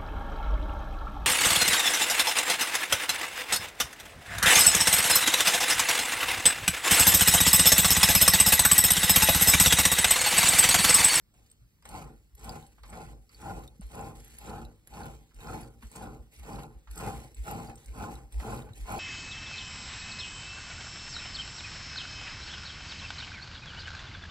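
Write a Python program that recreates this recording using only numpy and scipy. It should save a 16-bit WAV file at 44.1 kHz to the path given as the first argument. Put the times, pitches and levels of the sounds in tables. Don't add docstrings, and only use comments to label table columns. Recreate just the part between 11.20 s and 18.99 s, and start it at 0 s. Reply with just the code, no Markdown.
import sys
import numpy as np
from scipy import signal
from scipy.fft import rfft, irfft, next_fast_len
from scipy.io import wavfile
from scipy.ndimage import uniform_filter1d

SR = 44100
rng = np.random.default_rng(int(sys.argv[2]) if len(sys.argv) > 2 else 0)


def store_pcm(level_fs):
    pcm = np.round(np.clip(level_fs, -1, 1) * 32767).astype(np.int16)
    wavfile.write(sys.argv[1], SR, np.atleast_2d(pcm).T)


def invert_db(x):
    u = np.asarray(x, float) / 20
    return 10 ** u


N = 343539
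TIME = np.arange(N) / SR
STEPS = np.arange(0, N + 64, 64) / SR
SIZE = next_fast_len(N + SR // 2)
HZ = np.fft.rfftfreq(SIZE, 1 / SR)
BINS = np.fft.rfftfreq(512, 1 / SR)


def evened(x):
    return x / np.sqrt(np.mean(x ** 2) + 1e-20)


def read(points, hz):
    f, value = np.transpose(points)
    return np.interp(np.log(hz + 1), np.log(f + 1), value)


def fine(control):
    return np.interp(TIME, STEPS, control)


def summed(rows_db):
    return 10 * np.log10(sum(invert_db(2 * np.maximum(db, -150)) for db in rows_db))


def wander(rate_hz):
    lowpass = signal.butter(2, rate_hz, fs=SR, output="sos")
    return evened(signal.sosfilt(lowpass, rng.standard_normal(N)))


def add(mix, s, sound):
    part = mix[:, round(s * SR):][:, :sound.shape[-1]]
    part += sound[..., :part.shape[1]]


def ring(x, modes):
    body = 0
    for k, (f, width, db) in enumerate(modes):
        damping = 1j * HZ * width
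        body = body + (-1) ** k * invert_db(db) * damping / (f ** 2 - HZ ** 2 + damping)
    body = body / np.sqrt(np.mean(abs(body) ** 2))
    return irfft(rfft(x, SIZE) * body, SIZE)[..., :N]


def burst(hz, sharp, t60):
    t = np.arange(3000) / SR
    b, a = signal.iirpeak(min(hz, 15000), sharp, fs=SR)
    puff = signal.lfilter(b, a, rng.standard_normal((2, len(t))))
    puff = evened(signal.lfilter(b, a, puff))
    return puff * invert_db(-60 * t / t60) * np.minimum(t / 0.0006, 1)


# (frequency [Hz], density [dB per Hz])
SHED_AIR = [(40, -1.5), (120, -10), (300, -20.5), (700, -34), (1500, -33.5), (4000, -35.5), (9000, -37.5),
            (16000, -39)]


def shed():
    noise = rng.standard_normal((2, N))
    air = irfft(rfft(noise, SIZE) * invert_db(read(SHED_AIR, HZ)), SIZE)[:, :N]
    return invert_db(-63.5 + 0.4 * wander(6.6)) * evened(air)


# (time [s], peak level [dB], pitch [Hz], ring time [s])
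VICE_KNOCKS = [
    (0.415, -58, 116, 0.19),
    (2.595, -35, 190, 0.041),
    (4.629, -47, 224, 0.1),
    (7.504, -37.5, 100.9, 0.071),
]


def knocks():
    out, t = np.zeros((2, N)), np.arange(5000) / SR
    for s, db, hz, t60 in VICE_KNOCKS:
        envelope = invert_db(db - 60 * t / t60) * np.minimum(t / 0.0069, 1)
        add(out, s, 1.94 * envelope * np.sin(2 * np.pi * hz * t))
    return out


def slowing(top, run_up, coast):
    t = STEPS - top
    early, late = np.maximum(-t / run_up, 0), np.maximum(t / coast, 0)
    return -20 * early ** 2.2 - 30 * late ** 1.5


# (time of top speed [s], shell level [dB], run-up [s], coast [s], bench over shell [dB])
HUB_FLICKS = [(.21, -72.5, .1, 0.1, 2), (.76, -44.5, .1, 0.22, 4), (1.29, -45, .1, 0.2, 3.5),
              (1.78, -45.5, .12, .22, 4.5), (2.28, -43, .09, 0.24, 5), (2.80, -43.5, .1, .25, 5),
              (3.319, -43, .12, 0.22, 4.5), (3.80, -42, .1, 0.22, 3), (4.31, -42.5, .12, 0.25, 4),
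              (4.82, -46, .11, 0.24, 6), (5.32, -42.5, .11, .25, 4.5), (5.84, -39, .1, 0.26, 3),
              (6.305, -38.5, 0.068, 0.29, 3), (6.805, -40.5, .08, .27, 4), (7.30, -39, .11, 0.23, 4),
              (7.73, -37, .08, 0.28, -0.5)]


def spin():
    bench_share, bench_late_s = 0.74, 0.012
    shell, bench = [], []
    for s, db, run_up, coast, over_db in HUB_FLICKS:
        shell.append(db + slowing(s, run_up, coast))
        bench.append(db + over_db + bench_share * slowing(s + bench_late_s, run_up, coast))
    drops = [slowing(s, run_up, coast) for s, _, run_up, coast, _ in HUB_FLICKS[1:]]
    return summed(shell), summed(bench), np.minimum(summed(drops), 0)


# (time fingers land [s], contact [s], level [dB])
FINGER_RUBS = [(.12, 0.21, -66), (.4, 0.054, -78), (0.628, 0.2, -56.5), (1.151, 0.32, -57.5),
               (1.63, 0.3, -59.5), (2.091, 0.37, -58), (2.6, 0.316, -57.5), (2.93, 0.33, -54),
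               (3.23, 0.22, -63), (3.671, .29, -57), (4.14, 0.3, -56), (4.6, 0.23, -55.5),
               (5.099, 0.33, -56.5), (5.69, 0.35, -52), (6.142, 0.32, -53), (6.55, 0.44, -56),
               (7.098, .32, -53), (7.531, 0.37, -52)]


def rubbing(drop_db):
    land_s, lift_db, lift_s, fade_db_per_s = 0.025, 7, 0.016, 36
    rows = []
    for s, held, db in FINGER_RUBS:
        before = np.maximum(1 + (s - STEPS) / land_s, 0)
        after = np.maximum(STEPS - s - held, 0)
        lifted_db = lift_db * (1 - np.exp(-after / lift_s)) + fade_db_per_s * after
        rows.append(db - 30 * before - lifted_db)
    return summed(rows) + np.maximum(0.4 * drop_db, -7.5)


# (time [s], peak level [dB], width [s])
BENCH_GRIPS = [(.43, -58, 0.046), (.725, -46, 0.025), (1.145, -45.5, 0.012), (1.238, -47, 0.027),
               (1.64, -48.5, .05), (1.93, -49, 0.085), (2.163, -51.5, 0.018), (2.365, -42, 0.024),
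               (2.649, -38.5, 0.032), (2.995, -49.5, 0.061), (3.14, -53, 0.029), (3.456, -42, 0.023),
               (3.934, -50, 0.066), (4.176, -42.5, 0.022), (4.37, -51, 0.036), (4.658, -40.5, 0.019),
               (5.005, -41, 0.014), (5.219, -44.5, .04), (5.376, -44, 0.035), (5.566, -42.5, 0.014),
               (5.714, -38, 0.031), (5.977, -41, 0.029), (6.206, -32.5, 0.029), (6.701, -37.5, 0.031),
               (6.95, -44, 0.029), (7.051, -45, 0.015), (7.174, -28.5, 0.033), (7.576, -49, 0.033),
               (7.626, -33, 0.022), (7.721, -43, .03)]


def sway():
    bench_db = spin()[1]
    rocking = invert_db(-42.5 + 0.53 * (bench_db + 42.5))
    lurch = sum(invert_db(db + 3.5) * np.exp(-((STEPS - s) / width) ** 2) for s, db, width in BENCH_GRIPS)
    uneven = fine(rocking) * np.tanh(0.87 * wander(11))
    reach = np.sqrt(fine(lurch) ** 2 + uneven ** 2)
    pitch_hz = 55 * (1 + 0.0984 * wander(20.7))
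    return reach * np.sin(2 * np.pi * np.cumsum(pitch_hz) / SR)


# (time [s], peak level [dB], centre [Hz])
PAD_TAPS = [(0.141, -54.5, 780), (0.315, -78, 1360), (0.624, -50, 1040), (0.654, -36, 790),
            (1.194, -49, 791.7), (1.583, -48.5, 830), (1.636, -37, 840), (1.729, -35.5, 797.6),
            (2.095, -49.5, 1280), (2.217, -42.5, 746), (2.617, -42, 821.6), (3.294, -53, 809.8),
            (3.674, -49.5, 774), (4.11, -51.5, 1420), (4.206, -43.5, 782.6), (4.625, -38, 960),
            (5.196, -48, 2300), (5.23, -44, 796), (5.39, -35, 762.5), (5.674, -43, 1050), (6.255, -40, 848),
            (6.499, -41, 739.5), (6.728, -58, 1310), (7.2, -33, 1365), (7.489, -45.5, 1340),
            (7.685, -35, 768)]
# (time [s], peak level [dB], centre [Hz])
FLANGE_PINGS = [(0.2628, -58, 4700), (0.625, -51, 4870), (1.2939, -30, 4820), (1.427, -48.5, 3850),
                (1.634, -46, 4440), (1.866, -47, 2580), (2.0934, -50.5, 4665), (2.146, -46, 4570),
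                (2.4777, -42, 3740), (3.297, -42, 4420), (3.4507, -44, 3930), (3.739, -47, 4280),
                (4.206, -42, 3740), (4.4307, -46.5, 4670), (5.2323, -44.5, 3970), (5.3317, -41.5, 4770),
                (5.434, -40.5, 3860), (6.4739, -48, 4710), (6.4969, -44.5, 2523), (6.955, -42.5, 3860),
                (7.31, -59, 4110), (7.375, -42, 3880), (7.534, -46.5, 3870), (7.6114, -46, 4250)]
# (time [s], peak level [dB])
NAIL_TICKS = [(0.14, -56.5), (0.3007, -53), (0.315, -46.5), (0.655, -40.5), (0.6904, -36), (1.1943, -48),
              (1.2448, -35), (1.466, -50), (1.6801, -51), (1.6996, -46), (2.217, -42), (2.6108, -48),
              (2.7203, -55), (2.8853, -45), (4.145, -48.5), (4.6702, -47.5), (4.716, -44), (4.7596, -37),
              (5.177, -52), (5.7782, -32.5), (6.0374, -52), (6.1462, -41), (6.2531, -58), (6.5568, -42),
              (6.6598, -41.5), (7.1242, -42), (7.5775, -44)]
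# (time [s], peak level [dB])
NAIL_SNAGS = [(1.152, -47), (2.667, -52), (2.7524, -42), (3.0465, -45.5), (3.1855, -36.5), (3.674, -40),
              (3.8575, -47), (4.4098, -41), (4.6314, -49), (5.1967, -44.5), (5.7124, -42.5), (5.7582, -39),
              (6.3126, -32), (7.7214, -35.5)]


def fingers():
    out, ahead_s = np.zeros((2, N)), 0.001
    ticks = list(FLANGE_PINGS)
    for events, centre_hz in [(NAIL_TICKS, 8260), (NAIL_SNAGS, 11220)]:
        ticks += [(s, db, centre_hz * (1 + 0.043 * rng.standard_normal())) for s, db in events]
    for s, db, hz in ticks:
        ping = burst(hz, 16, 0.04) + 0.22 * burst(9000, 0.73, 0.045)
        add(out, s - ahead_s, invert_db(db - 6.5) * ping)
        add(out, s - ahead_s, invert_db(db - 7) * burst(6000, 0.45, 0.014))
    for s, db, hz in PAD_TAPS:
        thud = burst(hz, 1.16, 0.1) + burst(1440, 0.58, 0.16)
        add(out, s - ahead_s, invert_db(db - 15.5) * thud)
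    return out


def specks():
    out, hiss_db = np.zeros((2, N)), rubbing(spin()[2])
    for when, pitch, size in rng.random((130, 3)):
        s = when * N / SR
        db = np.interp(s, STEPS, hiss_db) + 4 - 1.5 * np.log(size + 0.03)
        add(out, s, invert_db(db) * burst(1800 * 7 ** pitch, 9, 0.022))
    return out


def cogging(hum_hz):
    jolts_per_s = hum_hz / 2 * (1 + 0.1 * wander(25.19))
    turns = np.cumsum(jolts_per_s) / SR
    passed = np.diff(np.floor(turns), prepend=0)
    jolts = passed * invert_db(4.2 * wander(95)) * np.sqrt(SR / jolts_per_s)
    hum = np.sin(4 * np.pi * turns) * invert_db(3.4 * wander(44))
    return jolts, hum


def grit(per_s, spread_db):
    size = invert_db(spread_db * np.minimum(rng.exponential(1, N), 5))
    hits = size * (rng.random(N) < per_s / SR)
    x = hits * rng.standard_normal((2, N))
    return x / np.sqrt(uniform_filter1d(x ** 2, SR // 16) + 1e-9)


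# (frequency [Hz], width [Hz], level [dB])
BENCH_MODES = [(98.5, 64.4, -0.5), (130.8, 35.5, 4), (153.3, 15.8, 2), (231.9, 13.3, 1),
               (299.1, 18.7, -4.5), (339, 20, -4.5), (437, 33, -5), (492.5, 12.5, -5.5), (544, 38, -10.5)]
# (frequency [Hz], width [Hz], level [dB])
SHELL_MODES = [(650, 45, -9), (746, 9.8, 1), (793.7, 17, 2.5), (848, 49, -1.5), (1036, 27.6, -3.5),
               (1167, 19, -11.5), (1266, 76, -12), (1439, 104, -11), (2485, 250, -21.5)]
# (frequency [Hz], width [Hz], level [dB])
FLANGE_MODES = [(2160, 960, 4.5), (4560, 450, -6), (4590, 42, 2.5), (7590, 2600, -0.5), (11200, 1600, 7),
                (11350, 4200, 2), (14400, 1400, -8), (15000, 1800, -12.5)]


def hub():
    shell_db, bench_db, drop_db = spin()
    hiss_db = rubbing(drop_db)
    shell_db = fine(summed([shell_db, hiss_db - 10]))
    bench_db = fine(summed([bench_db, hiss_db + 3.5]))
    hum_hz = 97.6 + 99.32 * invert_db(0.55 * drop_db)
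    jolts, hum = cogging(fine(hum_hz))
    decay = np.exp(-np.arange(800) / (0.027 * SR))
    shake = evened(signal.oaconvolve(jolts, decay)[:N])

    bench_drive = 0.5 * jolts + 0.86 * grit(900, 2.35)
    bench = ring(invert_db(bench_db) * bench_drive, BENCH_MODES) + invert_db(bench_db - 7.5) * hum
    shell_drive = 0.21 * jolts + (0.49 + 0.17 * shake) * grit(1500, 1.03)
    shell = ring(invert_db(shell_db) * shell_drive, SHELL_MODES)
    flicker = invert_db(1.46 * wander(20.5))
    scrape = grit(9000, 0.59) + 0.28 * grit(160, 1.9)
    hiss_drive = invert_db(fine(hiss_db) + 0.5) * flicker * (0.81 + 0.28 * shake) * scrape
    return invert_db(-5) * bench + invert_db(1.5) * shell + ring(hiss_drive, FLANGE_MODES)


def patches(frames, tall, long):
    field = rng.standard_normal((len(BINS), frames))
    field = uniform_filter1d(field, size=tall, axis=0)
    return evened(uniform_filter1d(field, size=long, axis=1))


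# (frequency [Hz], lead [rad])
PORT_LEAD = [(0, -.4), (300, -.35), (800, .3), (1500, 1.2), (2200, 3.0), (3300, 3.2), (4000, 5.0),
             (4600, 6.1), (6250, 3.14), (9800, -3.14), (13050, -9.42), (16000, -14.9)]
# (frequency [Hz], likeness [0-1])
PORT_LIKENESS = [(50, .97), (250, .9), (600, .6), (830, .88), (1500, .78), (2000, .6), (3200, .7),
                 (4700, .88), (5400, .6), (6300, .82), (8000, .98), (15000, .975)]
# (frequency [Hz], level [dB])
PORT_TILT = [(60, -.7), (200, .7), (450, -1.5), (800, 4), (1150, -3), (2300, -3), (3500, -.5), (5500, -1.5),
             (9000, 0)]
# (frequency [Hz], drift [rad])
LEAD_DRIFT = [(100, .04), (600, .4), (2000, .8), (3200, .7), (4500, .45), (5400, 1.0), (6500, .35),
              (16000, .2)]


def two_ports(paths):
    first, second = signal.stft(paths, nperseg=512, noverlap=384)[2]
    frames = first.shape[1]
    shade = np.clip(BINS / 500, 0, 1)[:, None]
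    colour = invert_db(2.29 * shade * patches(frames, tall=3, long=20))
    same = np.clip(read(PORT_LIKENESS, BINS), 0, 1)[:, None]
    tilt = invert_db(read(PORT_TILT, BINS) / 2)[:, None]
    lead = np.interp(BINS, *np.transpose(PORT_LEAD))[:, None]
    lead = lead + read(LEAD_DRIFT, BINS)[:, None] * patches(frames, tall=9, long=24)
    right = (same * first + 1j * np.sqrt(1 - same ** 2) * second) * np.exp(1j * lead)
    ports = colour * np.array([first * tilt, right / tilt])
    left, right = signal.istft(ports, nperseg=512, noverlap=384)[1][:, :N]
    bass_lead = -0.81 * np.clip(1 - HZ / 110, 0, 1) ** 0.5
    right = irfft(rfft(right, SIZE) * np.exp(1j * bass_lead), SIZE)[:N]
    return np.array([left, right])


def scene():
    return two_ports(shed() + knocks() + sway() + fingers() + specks() + hub())


def band_limit(x):
    return signal.sosfilt(signal.butter(12, 16480, fs=SR, output="sos"), x)


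def record(dry):
    low_cut = signal.butter(3, 36, "high", fs=SR, output="sos")
    top_cut = signal.firwin(801, 15800, window=("kaiser", 7), fs=SR)
    heard = signal.sosfilt(low_cut, dry)
    heard = signal.oaconvolve(heard, top_cut[None], "same")
    return band_limit(heard)


dry = scene()
out = record(dry)
store_pcm(out)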